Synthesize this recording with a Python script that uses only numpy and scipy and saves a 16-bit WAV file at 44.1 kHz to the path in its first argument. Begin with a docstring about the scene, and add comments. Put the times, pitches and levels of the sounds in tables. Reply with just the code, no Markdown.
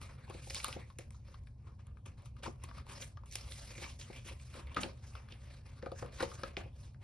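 """Over the low rumble of a small room, paper rubs and hisses: hands slide banknotes into the stiff
plastic pouch of a ring binder on a glass desk. Sheet-on-sheet friction is noise and tiny slips,
coloured by paper and pouch. Creases snap in short bursts. Fingers and pouch jolt the binder, which
knocks dully on the desk. Two microphone ports above the desk hear it, differing in phase and level."""
import sys
import numpy as np
from scipy import signal
from scipy.fft import rfft, irfft, next_fast_len
from scipy.io import wavfile

SR = 44100
rng = np.random.default_rng(int(sys.argv[2]) if len(sys.argv) > 2 else 0)


def file_out(sig):
    """Save sig as 16-bit WAV at sys.argv[1]."""
    # one column per channel
    cols = np.atleast_2d(sig).T
    # limit, then scale
    lim = np.clip(cols, -1, 1)
    pcm = np.round(lim * 32767).astype(np.int16)
    wavfile.write(sys.argv[1], SR, pcm)


N = 310023

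# Building rumble. Each row: frequency in Hz, relative spectral density in dB.
RUMBLE_SPECTRUM = [(15, -35), (28, -12.5), (45, -5), (66, 4.5), (85, 0), (130, -1), (165, -18.5),
                   (225, -17), (300, -31.5), (1100, -40.5), (1400, -103.5), (4500, -61.5), (9500, -59.5),
                   (13000, -98), (16000, -93.5)]
# Strokes of sheet on sheet. Each row: time of full pressure in seconds, swell in seconds,
# hold in seconds, scrape level in dB, hiss over scrape in dB, open pocket's resonance in Hz.
SHEET_STROKES = [(0.018, 0.018, 0.023, -54.5, -4, 1270), (0.097, 0.067, .03, -59, -11, 1260),
                 (0.188, 0.052, .04, -61, -14, 2260), (0.3, 0.15, 0.12, -59, -12.5, 1200),
                 (0.465, 0.2, 0.089, -58, 6.5, 3500), (0.542, 0.058, 0.11, -52.5, 2, 2930),
                 (0.645, 0.036, 0.086, -54, -3.5, 2920), (0.751, 0.057, 0.045, -57, -11, 1100),
                 (0.854, 0.11, 0.061, -68.5, -2, 2400), (0.994, 0.0092, .015, -57.5, -4, 2480),
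                 (1.127, 0.027, 0.035, -70, 0, 1010), (1.275, 0.068, 0.1, -66.5, -9, 2090),
                 (1.468, 0.032, 0.019, -76.5, 0, 1900), (1.672, 0.11, 0.025, -65, -14.5, 1000),
                 (1.793, 0.015, 0.013, -64.5, -14.5, 1040), (1.87, 0.027, 0.014, -67, -19, 1210),
                 (2.059, 0.0084, 0.0067, -57, -9.5, 1080), (2.182, 0.02, 0.0084, -61.5, -13, 1100),
                 (2.252, 0.018, 0.0061, -66.5, -1.5, 1230), (2.372, 0.023, 0.035, -65.5, -10.5, 1270),
                 (2.434, 0.011, 0.0083, -43.5, -7, 1070), (2.648, 0.1, 0.041, -59, -11.5, 1090),
                 (2.768, 0.088, 0.014, -54, -10.5, 1150), (2.889, 0.047, 0.1, -53.5, -6, 2310),
                 (3.017, 0.039, 0.01, -51, 3.5, 3230), (3.173, 0.026, 0.11, -75, -18, 1180),
                 (3.267, .015, 0.0073, -68, 2, 3000), (3.331, 0.052, .03, -61, 9.5, 5350),
                 (3.383, 0.076, 0.091, -57, -3.5, 2660), (3.503, 0.051, 0.4, -56, 0.5, 3500),
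                 (3.836, 0.11, 0.0073, -48.5, -6, 2300), (3.999, 0.02, 0.0062, -53, 2.5, 3780),
                 (4.126, 0.11, 0.049, -55.5, -2.5, 2020), (4.288, .09, .01, -50.5, -2.5, 2800),
                 (4.399, 0.023, 0.13, -67, 3.5, 2620), (4.551, 0.052, 0.054, -52, -10, 1130),
                 (4.718, 0.21, 0.015, -57, -14, 2570), (4.765, 0.0058, 0.0035, -37.5, -19, 1200),
                 (4.809, 0.013, 0.0042, -50.5, 4.5, 3000), (4.833, 0.022, 0.0027, -45, -25.5, 3010),
                 (5.072, 0.3, 0.061, -62, -3, 1180), (5.156, 0.033, 0.017, -57, -6, 1250),
                 (5.326, 0.3, 0.015, -59.5, -11.5, 3170), (5.41, 0.11, 0.17, -64, -6, 2000),
                 (5.66, 0.11, 0.12, -65, -9, 1710), (5.819, .008, 0.052, -60.5, -13, 1360),
                 (5.997, 0.13, 0.012, -57, -1.5, 1720), (6.023, 0.018, 0.053, -54.5, -20.5, 1300),
                 (6.134, 0.037, 0.047, -57.5, -4.5, 1630), (6.207, 0.053, 0.027, -42, -5.5, 1230),
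                 (6.292, 0.033, 0.05, -58.5, 1, 1340), (6.393, 0.097, 0.024, -56.5, -11, 1650),
                 (6.447, .008, 0.036, -52.5, -11, 1400), (6.569, 0.0078, 0.04, -47.5, -15, 2630),
                 (6.83, 0.18, 0.035, -64.5, -0.5, 4100), (7.024, 0.036, .02, -60.5, -13, 2240)]
# Friction ranges. Each list: drag, scrape, hiss.
FRICTION_ANCHOR_HZ = [428, 1765, 7070]
FRICTION_RELEASE_DB_PER_S = [181, 269.5, 277]
FRICTION_REST_DB = [-76, -86, -87]
# Pouch resonances. Each row: centre in Hz, width in Hz, gain in dB.
POUCH_RESONANCES = [(565, 57, 8), (1182, 115, 4.5), (1660, 50, 3), (2380, 520, 9), (3540, 510, 0),
                    (4840, 190, -2.5)]
# Colour of the sheets. Each row: frequency in Hz, gain in dB.
SHEET_SPECTRUM = [(180, 16), (300, 9.5), (900, 4.5), (2500, -4.5), (5000, 2.5), (7500, 0), (10000, -2),
                  (12000, -14.5), (13500, -26), (16000, -4)]
# Snapping creases. 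Each row: start in seconds, level in dB, ring in Hz, crispness in dB,
# left over right in dB, decay rate in dB relative to a rate of 1 dB/ms.
CREASE_SNAPS = [(0.015, -39.5, 1300, 1, 0, 20), (0.278, -52, 850, -24, 7, 4),
                (0.298, -40.5, 830, -1, 1.5, 2), (0.307, -48, 1100, -24, 4, 3),
                (0.342, -48.5, 2380, -16, 0, 6), (0.473, -44, 3660, 17, 0, 9),
                (0.499, -33.5, 5000, -21, -1, 9), (0.505, -33.5, 2320, 4, 3, 11),
                (0.546, -25, 2830, 18, 0, 12), (0.555, -28.5, 3770, -25, 0, 12),
                (0.564, -34.5, 3700, -17, -3, 9), (0.6, -36, 2400, -9, 0, 4),
                (0.644, -20, 1170, 4.5, 0, 15.5), (0.682, -32, 1210, 2, 1, -4),
                (0.727, -34, 2940, -19, -2, 22.5), (0.901, -48, 1050, -11, 1, 4),
                (0.986, -32.5, 2480, 13, 0.5, 7), (1.106, -42, 940, 11, 2, 13),
                (1.145, -55.5, 1030, -25, 2, 7), (1.283, -55, 1230, -31, 4, 8),
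                (1.342, -47.5, 1370, -7, 3, 6), (1.436, -64, 902, 3, 9, 14),
                (1.471, -50.5, 1790, -5.5, 4, 8), (1.668, -58, 1000, -18, 3, 3),
                (1.793, -58, 1070, -32, 6, 9), (1.868, -50.5, 1240, 9, 0, 10),
                (1.971, -53.5, 1340, -56, 8, 19), (2.061, -42.5, 1030, 8, 5.5, 4),
                (2.186, -57, 1050, -3, 2, 1), (2.221, -54.5, 972, 4, 0, 7),
                (2.257, -47.5, 1220, 6.5, 6.5, 0), (2.366, -51, 1280, -7, 6, 8),
                (2.424, -55, 2530, -15, -5, 5), (2.433, -37, 1480, -4, -2, 1),
                (2.46, -34.5, 1020, -24, 3, 4), (2.637, -35, 1060, 8.5, 2, 0), (2.688, -45, 1120, -6, 2, 7),
                (2.712, -46, 1110, -53, 5, 10), (2.781, -42.5, 1150, -5, 3, 4),
                (2.866, -44.5, 900, -4, -1, 8), (2.907, -46, 1060, -11, 0, 11),
                (3.021, -38, 3170, -26, -2, 4), (3.172, -46, 1120, -18, 2, 13),
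                (3.235, -48.5, 1020, -42, 4, 9), (3.258, -50.5, 1110, 7, 0, -2),
                (3.312, -43, 6200, -32, 1, 11), (3.324, -39.5, 5460, 34, -13, 9),
                (3.355, -21, 5370, 13, -1, 13), (3.521, -36, 3740, -9, -5, 17),
                (3.752, -43.5, 2160, -15, 0, 6), (3.779, -42, 2290, -8, -5, 5),
                (3.841, -37, 2440, -11, -7, 9), (4.012, -40, 3650, -13, 0, 9),
                (4.129, -48, 2420, -15, -4, 7), (4.17, -51, 2080, -9, -3, 13),
                (4.397, -50.5, 2560, -19, 0, 8), (4.54, -41.5, 1270, -3, -1, 12),
                (4.67, -47.5, 2110, -5, 0, 12), (4.695, -51, 2080, -16, -10, 12),
                (4.745, -39, 3230, 2, 0, 8), (4.764, -32.5, 3160, -39, 2, 17),
                (4.768, -23.5, 1320, -55, -1, 4), (4.833, -24.5, 3100, -44, -4, 13),
                (5.152, -38.5, 1320, -9.5, 2, 7), (5.286, -47, 1600, -10, 2, 8),
                (5.322, -41.5, 3030, -38, -3, 13), (5.657, -54.5, 1290, -18, 0, 7),
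                (5.825, -44, 1370, -22, 2, 14), (5.86, -37.5, 1240, -43, 1.5, 10),
                (5.917, -41, 1260, -9, 0, 7), (6.025, -38, 1310, -30, 0, 6), (6.06, -44, 1100, -5, 0, 5),
                (6.124, -52, 1660, -2, 0, 4), (6.199, -33, 1670, -15, 3, 14),
                (6.204, -28, 1310, -28, -1, 0), (6.226, -25.5, 884, -6, -3, 19),
                (6.315, -43.5, 1220, -24, 1, 4), (6.434, -29.5, 1340, -12, 1.5, 9),
                (6.465, -51, 2220, -20, 0, 4), (6.568, -25.5, 2440, -17, 0, 12.5),
                (6.945, -55.5, 1620, -35.5, 1, 16), (7.02, -57, 845, -17, -4, 5)]
# Jolts of the binder. Each row: start in seconds, level in dB, hardness as tilt in dB per octave,
# gain of the cover's hollow ring in dB.
BINDER_KNOCKS = [(0.017, -60, 1, -3), (0.3, -40.5, 3, -5), (0.348, -42, 3, -4), (0.471, -49.5, 12, 5),
                 (0.504, -47.5, 13, -1), (0.562, -52.5, 16, 5), (0.684, -46.5, 2.0, 6),
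                 (0.764, -34.5, 3.5, -4), (0.989, -43.5, 1, 1.5), (1.284, -66, 2.0, 15),
                 (2.067, -56, -1, -2), (2.432, -57, 0, -3), (2.457, -47, 10, -9), (2.478, -34.5, -2, -5),
                 (2.641, -54, -4, -4), (3.354, -49, 16, 3), (3.78, -48.5, -4.5, 2), (3.821, -41.5, 11, -3),
                 (4.101, -40.5, 6.5, -5), (4.261, -52, -3, 0), (4.31, -47.5, -5, 2),
                 (4.549, -48.5, -2, 7.5), (4.768, -37.5, 11, -2), (4.84, -38.5, 9, 1.5),
                 (4.858, -38.5, 5, 0), (5.322, -53.5, -2, 0), (5.829, -41, -1, 8.5), (5.864, -36, 11, 7),
                 (5.919, -38, 6, 4.5), (6.025, -34, 6, 3.5), (6.048, -45, -6, 6), (6.206, -32.5, 8, -4),
                 (6.227, -32.5, -5.5, 11.5), (6.323, -58, 8, 8), (6.433, -38.5, 1, 4), (6.572, -35, 11, -6),
                 (6.658, -47.5, 4, 1)]
# Binder modes. Each row: frequency in Hz, relative level in dB, T60 in seconds.
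BINDER_MODES = [(231, -1, 0.086), (270, -9.5, 0.022), (343.7, -0.5, 0.071), (379, -1.5, 0.087),
                (477.4, -2, 0.086), (543.2, 0.5, 0.088), (640, -2, 0.041), (713, -6, 0.08),
                (809, -0.5, 0.036)]
# Phase between the ports. Each row: frequency in Hz, lead of the left in radians.
PORT_LEAD = [(0, 0), (150, -0.12), (690, -1.2), (1720, -0.0), (2500, 0.6), (5250, 0.6), (6980, 2.9),
             (8010, 3.7), (9820, 5.9), (11500, 6.8), (12500, 9.2), (14400, 9.5), (15500, 12.4)]
# Balance of the ports. Each row: frequency in Hz, left over right in dB.
PORT_LEVEL = [(60, 0.0), (130, 0.5), (290, 2.0), (640, 2.5), (1410, 3.0), (3100, -0.5), (6820, -1.0),
              (15000, 0.0)]


def from_db(db):
    return 10 ** (np.asarray(db) / 20)


def unit_rms(x):
    return x / np.sqrt(np.mean(x ** 2) + 1e-20)


def at_hz(points, hz):
    points_hz, values = np.transpose(points)
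    return np.interp(np.log(hz), np.log(points_hz), values)


def butter(x, hz, kind="low", order=2):
    return signal.sosfilt(signal.butter(order, hz, kind, fs=SR, output="sos"), x)


def band_coeffs(hz, width_hz):
    """Two-pole band-pass, peak gain 1."""
    r = np.exp(-np.pi * width_hz / SR)
    return np.array([1, 0, -1]) * (1 - r * r) / 2, [1, -2 * r * np.cos(2 * np.pi * hz / SR), r * r]


def resonance(x, hz, width_hz):
    return signal.lfilter(*band_coeffs(hz, width_hz), x)


def coloured(x, spectrum):
    size = next_fast_len(x.shape[-1])
    hz = np.maximum(np.arange(size // 2 + 1) * SR / size, 1)
    return irfft(rfft(x, size) * from_db(at_hz(spectrum, hz)), size)[..., :x.shape[-1]]


def drift(corner_hz, step=40):
    """Slow random wander, RMS 1."""
    r = np.exp(-2 * np.pi * corner_hz * step / SR)
    slow = signal.lfilter([1], [1, -2 * r, r * r], rng.standard_normal(N // step + 2002))[2000:]
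    return np.interp(np.arange(N) / step, np.arange(len(slow)), unit_rms(slow))


def building_rumble(level_db=-50.5, side_db=-12, side_cut_hz=250):
    """Steady low noise, nearly the same at both ports."""
    mid, side = coloured(rng.standard_normal((2, N)), RUMBLE_SPECTRUM)
    side = from_db(side_db) * butter(side, side_cut_hz, "high")
    return from_db(level_db) * unit_rms(mid + side * [[1], [-1]])


def sheet_colour(x):
    """Paper and pouch shape the sound with broad resonances."""
    peaks = sum((from_db(db) - 1) * resonance(x, hz, width_hz) for hz, width_hz, db in POUCH_RESONANCES)
    return coloured(x + peaks, SHEET_SPECTRUM)


def stroke_levels(swell_db=27, drag_db=-7, drag_per_hiss=-0.3):
    """Drag, scrape and hiss in dB on a 1 ms grid: each stroke swells, holds, releases."""
    full_s, swell_s, hold_s, scrape_db, hiss_db, _ = np.transpose(SHEET_STROKES)[:, :, None]
    grid_s = np.arange(N * 1000 // SR + 2) / 1000
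    swell_left = np.maximum(full_s - grid_s, 0) / swell_s
    released_s = np.maximum(grid_s - full_s - hold_s, 0)
    # Bright strokes drag less.
    tops_db = scrape_db + drag_db + drag_per_hiss * hiss_db, scrape_db, scrape_db + hiss_db
    levels_db = []
    for top_db, fall_db_per_s, rest_db in zip(tops_db, FRICTION_RELEASE_DB_PER_S, FRICTION_REST_DB):
        strokes = from_db(top_db - swell_db * swell_left - fall_db_per_s * released_s)
        levels_db.append(10 * np.log10(np.sum(strokes ** 2, axis=0) + from_db(rest_db) ** 2))
    return grid_s, levels_db


def pocket_resonance(x, q=8.0, block=256):
    """A resonance whose centre follows the opening of the pocket."""
    full_s, *_, pocket_hz = np.transpose(SHEET_STROKES)
    out, state = np.zeros(N), np.zeros(2)
    for i in range(0, N, block):
        hz = np.exp(np.interp(i / SR, full_s, np.log(pocket_hz)))
        out[i:i + block], state = signal.lfilter(*band_coeffs(hz, hz / q), x[i:i + block], zi=state)
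    return out


def sheet_friction(slips_per_s=1500, slip_spread_db=2.0, slip_gain=0.51,
                   patchy_db=3.0, flutter_db=2.05, pocket_db=-5, side_db=-10):
    """Smooth noise and tiny slips; each third octave wanders alone, on top of a shared flutter."""
    grid_s, levels_db = stroke_levels()
    sizes = from_db(slip_spread_db * np.minimum(rng.exponential(1, (2, N)), 5))
    signs = rng.choice([-1, 1], (2, N))
    slips = unit_rms(sizes * signs * (rng.random((2, N)) < slips_per_s / SR))
    rubs = sheet_colour(rng.standard_normal((2, N)) + slip_gain * slips)[:, None]
    # Broad contact: the ports differ a little.
    rubs = rubs + from_db(side_db) * np.roll(rubs, N // 2, axis=-1) * [[1], [-1]]
    edges_hz = 180 * 2 ** np.arange(0, 6.7, 1 / 3)
    flutter, out = drift(corner_hz=35), 0
    for k, (low_hz, high_hz) in enumerate(zip(edges_hz, edges_hz[1:])):
        place = np.interp(np.log(low_hz * high_hz) / 2, np.log(FRICTION_ANCHOR_HZ), [0, 1, 2])
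        below = min(int(place), 1)
        grid_db = levels_db[below] + (place - below) * (levels_db[below + 1] - levels_db[below])
        stroke_db = np.interp(np.arange(N) / SR, grid_s, grid_db)
        band = butter(rubs[k % 2], [low_hz, high_hz], "band")  # neighbours use independent noise
        out = out + band * from_db(stroke_db + patchy_db * drift(corner_hz=11.2) + flutter_db * flutter)
    return out + from_db(pocket_db) * pocket_resonance(out.mean(axis=0))


def crease_snaps(wide_q=0.98, narrow_q=3.3, broad_db=-12, rise_ms=0.21, trim_db=-0.5,
                 crackle_db=2.5, crackle_per_crisp=0.48, top_db=7, top_fall_db_per_ms=1,
                 rustle_db=-19.5, rustle_t60_ms=100):
    """Each crease gives a burst (ring, crackle, crisp top); the sheet settles with a slower rustle."""
    length = SR // 10
    ms = np.arange(length) / SR * 1000
    out = np.zeros((2, N + length))
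    for start_s, level_db, hz, crisp_db, pan_db, damping_db in CREASE_SNAPS:
        decay = from_db(-ms * from_db(damping_db))
        rustle = from_db(rustle_db - 60 * ms / rustle_t60_ms)
        burst = rng.standard_normal(length) * (decay + rustle) * (1 - np.exp(-ms / rise_ms))
        ring = unit_rms(resonance(resonance(burst, hz, hz / wide_q), hz, hz / narrow_q))
        ring += from_db(broad_db) * unit_rms(resonance(burst, hz, hz))
        crackle = unit_rms(butter(burst, [1900, 5000], "band"))
        crackle *= from_db(crackle_db + crackle_per_crisp * crisp_db)
        top = unit_rms(butter(burst * from_db(-ms * top_fall_db_per_ms), 5000, "high"))
        snap = sheet_colour(ring + crackle + from_db(top_db + crisp_db) * top)
        gains = from_db(level_db + trim_db + pan_db * np.array([[.5], [-.5]]))
        at = round(start_s * SR)
        out[:, at:at + length] += gains * snap / np.abs(snap).max()
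    return out[:, :N]


def ringing(clicks, hz, t60_s):
    """A unit click starts a decaying sine of height 1."""
    r, w = from_db(-60 / (t60_s * SR)), 2 * np.pi * hz / SR
    return signal.lfilter([0, np.sin(w)], [1, -2 * r * np.cos(w), r * r], clicks)


def binder_knocks(ring_db=-6, spread_db=1.94, hollow_hz=533, hollow_octaves=0.38,
                  pivot_hz=540, contact_hz=900, trim_db=-2.0):
    """Each knock is a soft push: a short thud plus modes; harder knocks favour the upper ones."""
    start_s, knock_db, tilt_db_per_octave, hollow_db = np.transpose(BINDER_KNOCKS)
    at = np.round(start_s * SR).astype(int)
    scatter_db = spread_db * rng.standard_normal((len(at), len(BINDER_MODES)))
    clicks = np.full(N, 1e-18)
    clicks[at] = from_db(knock_db)
    out = ringing(clicks, hz=385.3, t60_s=0.045)  # thud
    for k, (hz, mode_db, t60_s) in enumerate(BINDER_MODES):
        hollow_share = np.exp(-(np.log2(hz / hollow_hz) / hollow_octaves) ** 2)
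        colour_db = hollow_db * hollow_share + tilt_db_per_octave * np.log2(hz / pivot_hz)
        clicks[at] = from_db(knock_db + ring_db + mode_db + colour_db + scatter_db[:, k])
        out += ringing(clicks, hz, t60_s) * (-1) ** k
    return from_db(trim_db) * butter(out, contact_hz)


def room_echoes(x, level_db=-11.5, t60_s=0.25, build_s=0.0016, wall_cut_hz=4000):
    """Dense echoes, different at each port; their treble dies twice as fast."""
    t = np.arange(SR // 2) / SR
    noise = rng.standard_normal((2, len(t))) * (1 - np.exp(-t / build_s))
    low = butter(noise, wall_cut_hz, order=1)
    decay = from_db(-60 * t / t60_s)
    response = low * decay + (noise - low) * decay ** 2
    response /= np.sqrt(np.sum(response ** 2, axis=1, keepdims=True))
    return from_db(level_db) * signal.fftconvolve(x[None], response, axes=1)[:, :N]


def scene():
    """Sounds at the desk, their echoes and the rumble."""
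    desk = sheet_friction() + crease_snaps() + binder_knocks()
    return desk + room_echoes(desk.mean(axis=0)) + building_rumble()


def record(dry):
    """The two ports differ in phase and level by frequency; the top is cut."""
    stop_db, stop_hz = 70, 15800
    size = next_fast_len(N + 2000)
    hz = np.arange(size // 2 + 1) * SR / size
    lead_rad = np.interp(hz, *np.transpose(PORT_LEAD))
    balance_db = at_hz(PORT_LEVEL, np.maximum(hz, 1))
    left_gain = from_db(balance_db / 2) * np.exp(.5j * lead_rad)
    ports = irfft(rfft(dry, size) * [left_gain, 1 / left_gain], size)[:, :N]
    return signal.sosfilt(signal.cheby2(12, stop_db, stop_hz, fs=SR, output="sos"), ports)


dry = scene()
out = record(dry)
file_out(out)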